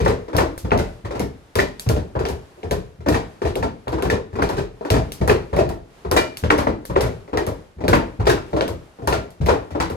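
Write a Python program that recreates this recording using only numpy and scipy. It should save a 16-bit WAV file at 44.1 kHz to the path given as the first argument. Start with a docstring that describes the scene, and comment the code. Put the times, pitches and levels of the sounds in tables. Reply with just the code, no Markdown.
"""Gloved fists beat a free-standing padded bag in a stone cellar, over faint air that wavers all the while.
From the start, plastic knocks and base thumps come in quick bunches: filtered modes of shell, socket and base.
Glove slaps soon join as short noise bursts; the hardest knocks also crack and set the loose neck ringing.
The bunches go on unevenly to the end. Each blow gets a brief answer from the low cluttered room, made of
fading noise; the bag stands left of two microphones, so the right one hears it later."""
import sys
import numpy as np
from scipy import signal
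from scipy.fft import rfft, irfft, next_fast_len
from scipy.io import wavfile
from scipy.ndimage import map_coordinates

SR = 44100
rng = np.random.default_rng(int(sys.argv[2]) if len(sys.argv) > 2 else 0)


def wrap_up_sound(samples):
    """Save the sound to the file named by the first command line argument, as 16-bit audio."""
    columns = np.atleast_2d(samples).T
    # keep every value between -1 and 1, then stretch to whole-number steps
    tamed = np.clip(columns, -1, 1)
    steps = np.round(tamed * 32767).astype(np.int16)
    wavfile.write(sys.argv[1], SR, steps)


N = 439220

# All levels are relative; each layer has its own overall level below.
# Faint air of the cellar: (frequency [Hz], level per hertz [dB])
AIR_COLOUR = [(15, -32), (25, -0.5), (65, -0.5), (226, -7), (410, -4), (809, -6.5), (11000, -29),
              (15200, -39), (16500, -67)]
# How long the room rings: (frequency [Hz], time to fall 60 dB [s])
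ROOM_DECAY = [(50, 0.24), (130, 0.44), (350, 0.36), (920, 0.29), (2430, 0.31), (6400, 0.26), (14000, 0.18)]
# How alike the two sides are: (frequency [Hz], likeness [0 to 1])
SIDE_LIKENESS = [(60, 1), (150, 0.7), (400, 1), (1000, 0.025), (5000, 0.16), (12000, 0.046)]
# How the left side is raised for the bag: (frequency [Hz], left over right [dB])
LEFT_OVER_RIGHT = [(60, 0.5), (700, 3), (2500, 1), (5000, 2.5), (9000, -0.5)]

# The base lands: (time [s], level [dB])
LANDINGS = [(.013, -16.5), (.078, -20.5), (.344, -20), (.372, -18.5), (.639, -23), (.718, -19), (.789, -23),
            (1.045, -27.5), (1.159, -31), (1.218, -26.5), (1.561, -21.5), (1.87, -14.5), (1.939, -22.5),
            (2.155, -23.5), (2.201, -27.5), (2.307, -26.5), (2.645, -29), (2.719, -22.5), (2.993, -33.5),
            (3.07, -26), (3.113, -19.5), (3.442, -21), (3.582, -27), (3.617, -24.5), (3.875, -28.5),
            (3.939, -24), (4.047, -21.5), (4.119, -23.5), (4.331, -30.5), (4.363, -35), (4.419, -22.5),
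            (4.515, -28), (4.581, -25), (4.909, -14.5), (4.974, -21), (5.21, -17), (5.283, -19.5),
            (5.3, -21.5), (5.532, -20), (5.604, -24), (5.657, -23), (6.058, -27), (6.115, -25),
            (6.153, -25.5), (6.433, -18), (6.518, -27), (6.587, -25), (6.671, -26), (6.896, -24.5),
            (6.975, -26), (7.03, -21), (7.08, -30), (7.33, -29.5), (7.36, -28), (7.474, -25), (7.77, -33.5),
            (7.833, -28), (7.885, -16), (7.957, -23.5), (8.195, -17), (8.283, -19), (8.532, -23.5),
            (8.698, -28.5), (9.026, -31), (9.079, -22), (9.169, -28.5), (9.408, -16), (9.49, -22),
            (9.72, -30), (9.797, -25), (9.915, -28.5)]
# Modes of filled base and floor: (frequency [Hz], width [Hz], level [dB])
BASE_MODES = [(44.7, 5.2, -5), (55.8, 28.7, -1.5), (80.6, 57.3, -1), (130.5, 43.8, -3), (178.8, 20.5, -2.5)]

# Leather on vinyl: (time [s], level [dB], treble tilt [dB per octave])
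GLOVE_SLAPS = [(.0822, -24, -7), (.366, -7, -6), (.5782, -18, -2), (.7074, -17, -28), (.7764, -16.5, -8.5),
               (1.1953, -18, -5), (1.5546, -14, -3), (1.601, -7.5, -13), (1.7963, -16.5, -2),
               (1.8895, -12.5, -5), (2.192, -34, -11), (2.2527, -16, -17), (2.2867, -22.5, -4),
               (2.631, -29.5, -30), (2.7104, -12.5, -6.5), (3.0864, -13, -7), (3.474, -20.5, -19),
               (3.5553, -16.5, -8), (3.8811, -22.5, -11.5), (3.9208, -31, -9), (4.0234, -16, -8.5),
               (4.1011, -22, -9), (4.42, -19, -10), (4.4903, -22.5, -4.5), (4.5805, -23, -20),
               (4.9027, -7.5, -8), (5.1202, -17, -3.5), (5.2764, -16.5, 2.5), (5.5643, -22, -8),
               (5.691, -24, -6), (6.1135, -9, -5.5), (6.171, -13, -5.5), (6.3712, -17.5, -3.5),
               (6.438, -15.5, -41), (6.5027, -8.5, -15), (6.5794, -21.5, 1), (6.853, -20.5, -2.5),
               (6.9573, -18, -29), (7.0082, -14.5, -3.5), (7.3729, -15, -12), (7.4663, -20, -3.5),
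               (7.881, -9.5, -7.5), (7.9534, -27, 4), (8.268, -20, -14), (8.2965, -12, -6),
               (8.609, -9.5, -26), (8.679, -18, -8), (9.0738, -14, -2), (9.1285, -17, -20),
               (9.3053, -34, -5), (9.4602, -26, 4), (9.5138, -22, -9), (9.8018, -22, -15),
               (9.8998, -26, -5)]
# Colour of a slap on vinyl: (frequency [Hz], level [dB])
VINYL_COLOUR = [(300, 6.5), (1000, 2.5), (2500, -2), (4500, 0), (7000, -0.5), (10000, 1), (12300, 4.5),
                (17000, -18)]

# Knocks of neck and shell, each with its own chatter:
# (time [s], shell level [dB], clack level above the shell [dB])
KNOCKS = [(.002, -11, -10.5), (.048, -21, -1), (.061, -5.5, -16), (.078, -10, -10), (.098, -15, -9),
          (.281, -20.5, -14), (.331, -18, -11.5), (.348, -11, -17), (.382, -5.5, -9), (.404, -7.5, -10.5),
          (.648, -18.5, -14), (.718, -5, -16.5), (.746, -9, -38), (.788, -12.5, -7), (1.049, -21.5, -7.5),
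          (1.108, -16.5, -12), (1.151, -17, -11), (1.2, -10.5, -13), (1.555, -10.5, -5.5),
          (1.587, -5.5, -6), (1.862, -23, -10), (1.895, -9, -12.5), (1.963, -12, -15), (2.153, -12, -21),
          (2.192, -17, -6.5), (2.205, -13, -15.5), (2.257, -14.5, -10.5), (2.29, -15, -11),
          (2.576, -33, -33), (2.632, -17.5, -16), (2.712, -9.5, -12), (3.006, -31, -10.5),
          (3.061, -9, -16.5), (3.082, -4, -15.5), (3.124, -22.5, 3.5), (3.144, -9.5, -8),
          (3.418, -11, -14.5), (3.451, -10.5, -11), (3.474, -23, -3), (3.559, -11.5, -29), (3.587, -33, -1),
          (3.627, -10, -10.5), (3.872, -15.5, -24), (3.925, -10.5, -14.5), (3.981, -16, -13),
          (4.024, -10, -17), (4.051, -13.5, -11.5), (4.1, -11, -3.5), (4.123, -7.5, -18),
          (4.33, -25.5, -12), (4.355, -17.5, -10.5), (4.388, -9.5, -21), (4.422, -9.5, -6.5),
          (4.494, -12.5, -12), (4.53, -26, -5), (4.568, -17.5, -5.5), (4.582, -11.5, -11),
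          (4.81, -18, -20.5), (4.85, -15.5, -11.5), (4.903, -7, -9.5), (4.939, -8, -8.5),
          (4.964, -10, -10.5), (5.213, -11, -14), (5.277, -9, -6.5), (5.296, -2, -12), (5.312, -15, -16),
          (5.53, -12, -16), (5.567, -7.5, -14.5), (5.588, -3, -15.5), (5.694, -17, -13),
          (6.049, -16.5, -17.5), (6.114, -6, -17), (6.164, -5, -3), (6.176, -11, -28), (6.437, -11.5, -10),
          (6.505, -5, -8), (6.522, -11, -24), (6.584, -8.5, -10), (6.669, -7, -16), (6.898, -16.5, -15.5),
          (6.961, -3, -18.5), (7.007, -12.5, -5.5), (7.035, -17.5, -12), (7.062, -16, -9),
          (7.278, -29, -12.5), (7.331, -10, -20.5), (7.373, -8.5, -12), (7.47, -13, -15.5),
          (7.785, -30, -17), (7.806, -19.5, -14), (7.839, -9.5, -19), (7.881, -6, -7.5),
          (7.93, -1.5, -10.5), (7.997, -18, -30), (8.199, -16, -14), (8.255, -23, -2), (8.269, -2, -8),
          (8.297, -8, -1), (8.33, -16, -25), (8.531, -9, -19), (8.565, -9, -16.5), (8.609, -9.5, -10.5),
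          (8.683, -16, -25), (8.988, -25.5, -34), (9.021, -20.5, -21), (9.075, -7.5, -9),
          (9.126, -8.5, -8.5), (9.412, -20, -12), (9.462, -13, -6), (9.486, -1, -14), (9.706, -26.5, -7),
          (9.75, -11, -19), (9.801, -11, -2.5), (9.902, -16.5, -16)]
# Modes of the hollow shell: (frequency [Hz], width [Hz], level [dB])
SHELL_MODES = [(267, 99, -13), (339.2, 31, -6.5), (407.3, 67, -3), (517.5, 148, -6.5), (626.5, 53, -4),
               (890, 318, -13.5)]
# Modes of the damped socket: (frequency [Hz], width [Hz], level [dB])
SOCKET_MODES = [(960, 130, 10), (1397, 120, 8.5), (1830, 120, 6.5), (2400, 130, 0), (2000, 2000, -7),
                (3900, 200, -8), (4850, 200, -10), (5000, 5000, -17)]

# Hard knocks that crack dry and ring the neck: (time [s], ring level [dB], favoured frequency [Hz],
# reach to other modes [log ratio], crack level [dB], crack tilt [dB per octave])
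HARD_KNOCKS = [(.06, -17, 1880, 0.095, -2, -5), (.384, -11.5, 1770, 0.088, -11, 15),
               (.716, -5, 925, 0.23, -1, 0), (1.589, -4, 1800, 0.15, -22, 13),
               (3.087, -20, 1860, 0.36, -22, -4), (3.142, -13, 1780, 0.11, -18, 8),
               (3.626, -9, 920, 0.36, -19, 9), (4.101, -9, 1670, 0.037, -26, 0),
               (4.422, -30, 2100, .3, -1.5, -9), (4.903, -31, 1860, .4, -22, 5),
               (5.295, -17, 1780, 0.23, -1, 9), (5.312, -29, 1365, .3, -6, -12),
               (6.172, -0.5, 1500, 1.6, -11, 0), (6.504, -10, 930, 0.31, 5, 1),
               (6.67, -22, 1840, 0.21, -2, -11), (6.961, -13, 906, 0.44, -1, -8),
               (7.372, -13, 1880, 0.19, -10, -4), (7.931, -2, 908, 0.2, 3.5, 3),
               (8.271, -29, 1860, .5, -9, -3), (8.299, -15, 1450, 0.22, -18, 4),
               (8.378, -24, 1340, 0.16, -18, -3), (9.124, -10.5, 1370, 0.21, -10.5, 12.5),
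               (9.487, -25, 1365, 0.37, -23, -7)]
# Modes of the plastic neck: (frequency [Hz], width [Hz], level [dB])
NECK_MODES = [(906, 10, 7), (995, 14, 1), (1365, 13, 0), (1772, 34, -3), (1860, 26, -1), (1985, 40, -5),
              (2378, 11, 6), (2910, 12, -4), (3800, 45, -12), (4310, 40, -14), (4885, 40, -13)]
# Colour of plastic cracking on plastic: (frequency [Hz], level [dB])
CRACK_COLOUR = [(300, -5.5), (800, 15.5), (1800, 9.5), (2800, -2), (3600, -22), (5000, -27), (12000, -59)]

SPAN = 3 * 2 ** 13  # samples worked out for each blow and its room
HZ = np.fft.rfftfreq(SPAN, 1 / SR)
TOP_HZ = 16800  # band limit of the whole sound
ROCK_HZ, ROCK_SPREAD = 100, 0.032  # pitch a landing favours; its scatter as the rim meets new floor points
CLACK_HZ, HARDER = 12900, 0.31  # treble limit of a clack as loud as the shell; how far weaker ones soften
FAR_DB, SLOWER = -33, 4  # far end of the cellar: level, how many times slower it dies
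# room on each layer [dB]
BASE_WET_DB, SLAP_WET_DB, SHELL_WET_DB = -4.0, -14, -0.5
CLACK_WET_DB, CRACK_WET_DB, RING_WET_DB = -6, -14, -16


def amp(db):
    """Decibels to gain."""
    return 10 ** (np.asarray(db) / 20)


def along(points, hz):
    """Read a value between (frequency, value) points, spaced by pitch."""
    f, v = np.transpose(points)
    return np.interp(np.log(hz + 1), np.log(f + 1), v)


def stereo_turn(hz):
    """Angle for mixing two independent noises into sides of the wanted likeness."""
    return np.arccos(np.clip(along(SIDE_LIKENESS, hz), -1, 1)) / 2


def causal(gain):
    """The response that has this gain and starts at the blow, not before it."""
    cepstrum = irfft(np.log(gain + 1e-6), SPAN)[:SPAN // 2]
    cepstrum[1:] *= 2
    return np.exp(rfft(cepstrum, SPAN))


def ringing(modes, scatter_db, flex=0):
    """Modes struck with new strengths; a body that flexes shifts their pitches a little."""
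    centre, width, db = np.transpose(modes)[:, :, None]
    centre = centre * np.exp(flex * rng.standard_normal(centre.shape))
    sign = (-1.) ** np.arange(len(modes))[:, None]
    gain = sign * amp(db + scatter_db * rng.standard_normal(db.shape))
    resonance = 1j * HZ * width / (centre ** 2 - HZ ** 2 + 1j * HZ * width)
    return np.sum(gain * resonance, axis=0)


def damped(modes, scatter_db, flex):
    """Broad overlapping modes whose powers add, new in strength and pitch at each knock."""
    centre, width, db = np.transpose(modes)[:, :, None]
    shift, size = rng.standard_normal((2, *centre.shape))
    centre = centre * np.exp(flex * shift)
    damping = (HZ * width) ** 2
    strength = amp(2 * (db + scatter_db * size))  # doubled dB: power
    power = strength * damping / ((centre ** 2 - HZ ** 2) ** 2 + damping)
    return causal(np.sqrt(np.sum(power, axis=0)))


def favour(modes, hz, reach):
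    """Where a blow lands favours the modes near one pitch."""
    return [(c, w, level - 6 * (np.log(c / hz) / reach) ** 2) for c, w, level in modes]


def soft(hz):
    """A padded contact lasts a while and carries little above hz."""
    return 1 / (1 + 1j * HZ / hz) ** 2


def chatter(length_s, rate, spread_db):
    """A first touch, then sparse uneven rebounds that fall 20 dB in length_s."""
    t = np.arange(SR // 8) / SR
    hit, size = rng.random((2, len(t)))
    level_db = -2 - spread_db * size - 20 * t / max(length_s, .002)
    taps = (hit < rate / SR) * amp(level_db)  # rate: mean rebounds a second
    taps[0] = 1
    return rfft(taps, SPAN)


def puff(t60, rise_s):
    """Air and padding squeezed for a moment: a short burst of noise."""
    t = np.arange(SR // 10) / SR
    swell = amp(-60 * t / t60) * (1 - np.exp(-t / rise_s))
    return rfft(rng.standard_normal(len(t)) * swell, SPAN)


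def add(out, s, parts, tail):
    """Each (dB, body, touch, room dB) part: the touch heard directly, the body's colour spread by the room."""
    blow = 0
    for db, body, touch, wet_db in parts:
        direct = touch / np.sqrt(np.mean(np.abs(touch) ** 2))
        heard = body * (direct + amp(wet_db) * tail)
        blow = blow + amp(db) * heard / np.sqrt(np.mean(np.abs(heard) ** 2))
    out[:, round(s * SR):][:, :SPAN] += irfft(blow, SPAN)


def hush():
    """The faint air of the cellar: noise wavering slowly, nearly the same on both sides in the bass."""
    m = next_fast_len(N)
    hz = np.fft.rfftfreq(m, 1 / SR)
    turn = stereo_turn(hz)
    noise = rfft(rng.standard_normal((2, m))) * amp(along(AIR_COLOUR, hz))
    shared, opposed = irfft(noise * [np.cos(turn), np.sin(turn)], m)[:, :N]
    waver = map_coordinates(rng.standard_normal(70), [np.arange(N) * 6 / SR])  # six new points a second
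    sides = np.array([shared + opposed, shared - opposed])
    return amp(-52.5 + 3 * waver) * sides / np.std(sides[0])


def cellar(tail_db, gap_s, far_db, slower):
    """One draw of the room's fading noise, after a gap; the far end of the cellar dies more slowly."""
    hz, t, z = signal.stft(rng.standard_normal((2, SPAN * 3 // 4)), SR, nperseg=512)
    fall_db = -60 * t / along(ROOM_DECAY, hz)[:, None]
    fading = z * (amp(fall_db) + amp(far_db + fall_db / slower))
    tail = signal.istft(fading, SR, nperseg=512)[1]
    delay = np.exp(-2j * np.pi * HZ * gap_s)
    a, b = rfft(tail / np.linalg.norm(tail[0]), SPAN) * delay
    turn = stereo_turn(HZ)
    shared, opposed = np.cos(turn) * a, np.sin(turn) * b
    return amp(along(tail_db, HZ)) * np.array([shared + opposed, shared - opposed])


def base(rooms, early_s):
    """The filled base thumps the floor; the thump swells for a moment before it peaks."""
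    out = np.zeros((2, N + SPAN))
    for k, (s, db) in enumerate(LANDINGS):
        hz = ROCK_HZ * np.exp(ROCK_SPREAD * rng.standard_normal())
        thump = ringing(favour(BASE_MODES, hz, reach=1.0), scatter_db=0.0) * soft(hz=284)
        start_s = max(s - early_s, 0)  # leaves time for the swell
        add(out, start_s, [(db + 32.5, thump, 1, BASE_WET_DB)], rooms[k % len(rooms)])
    return out[:, :N]


def gloves(rooms, echo_s):
    """Leather cracks on vinyl, echoes off the low ceiling and crinkles briefly; flat hits are brighter."""
    out = np.zeros((2, N + SPAN))
    echo = 1 + .5 * np.exp(-2j * np.pi * HZ * echo_s)
    for k, (s, db, tilt_db) in enumerate(GLOVE_SLAPS):
        crack = echo * puff(t60=.003, rise_s=.0002)
        crinkle = chatter(length_s=.03, rate=400, spread_db=14) * puff(t60=.004, rise_s=.0003)
        smack = crack + .1 * crinkle
        octaves = np.clip(np.log2(HZ / 4500 + 1e-9), -.5, 1.2)  # the tilt acts only around 4500 Hz
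        colour = causal(amp(along(VINYL_COLOUR, HZ) + tilt_db * octaves))
        add(out, s, [(db + 14.5, colour, smack, SLAP_WET_DB)], rooms[k % len(rooms)])
    return out[:, :N]


def neck(rooms):
    """The hardest knocks crack plastic on plastic and ring the neck's narrow modes."""
    out = np.zeros((2, N + SPAN))
    for k, (s, ring_db, hz, reach, crack_db, tilt_db) in enumerate(HARD_KNOCKS):
        snap = puff(t60=0.022, rise_s=0.001)
        tilt = tilt_db * np.log2(HZ / 1500 + 0.21)  # the offset limits it in the bass
        crack = causal(amp(along(CRACK_COLOUR, HZ) + tilt))
        ring = ringing(favour(NECK_MODES, hz, max(reach, .05)), scatter_db=1.5, flex=.004)
        rattle = chatter(length_s=.02, rate=150, spread_db=10)
        parts = [(crack_db + 12.0, crack, snap, CRACK_WET_DB),
                 (ring_db + 15, ring, rattle, RING_WET_DB)]
        add(out, s, parts, rooms[k])
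    return out[:, :N]


def shell_and_socket(rooms):
    """Every knock drives the hollow shell and clacks in the socket; weaker clacks are softer contacts."""
    out = np.zeros((2, N + SPAN))
    for k, (s, db, clack_db) in enumerate(KNOCKS):
        taps = chatter(length_s=0.064, rate=220, spread_db=14.5)
        hardness = amp(HARDER * clack_db)  # a harder contact is brighter and shorter
        shell = ringing(SHELL_MODES, scatter_db=3, flex=0.045) * soft(hz=820)
        socket = damped(SOCKET_MODES, scatter_db=2.0, flex=0.063) * soft(hz=CLACK_HZ * hardness)
        clack = taps * puff(t60=0.0037 / hardness, rise_s=0.00033 / hardness)
        parts = [(db + 21.0, shell, taps, SHELL_WET_DB),
                 (db + clack_db + 20, socket, clack, CLACK_WET_DB)]
        add(out, s, parts, rooms[k % len(rooms)])
    return out[:, :N]


def placed(x, lead_s):
    """The left microphone hears the bag earlier, and louder at most pitches."""
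    m = next_fast_len(N + 4096)
    hz = np.fft.rfftfreq(m, 1 / SR)
    left_gain = amp(along(LEFT_OVER_RIGHT, hz))
    right_delay = np.exp(-2j * np.pi * hz * lead_s)
    return irfft(rfft(x, m) * [left_gain, right_delay], m)[:, :N]


def scene():
    """Base, gloves and bag in their room over the faint air."""
    tail_db = [(60, 12.5), (500, 0.83), (8000, 16.0)]  # (frequency [Hz], room level [dB])
    rooms = [cellar(tail_db, gap_s=.003, far_db=FAR_DB, slower=SLOWER) for _ in range(26)]
    struck = base(rooms, early_s=0.00475) + gloves(rooms, echo_s=0.0018)
    struck = struck + neck(rooms) + shell_and_socket(rooms)
    return hush() + placed(struck, lead_s=0.000455)


def record(dry):
    """Peaks round off near full scale; then everything above the band limit is removed."""
    x = dry / (1 + np.abs(dry) ** 6) ** (1 / 6)
    m = next_fast_len(N + 4096)
    in_band = np.fft.rfftfreq(m, 1 / SR) < TOP_HZ
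    return irfft(rfft(x, m) * in_band, m)[:, :N]


dry = scene()
out = record(dry)
wrap_up_sound(out)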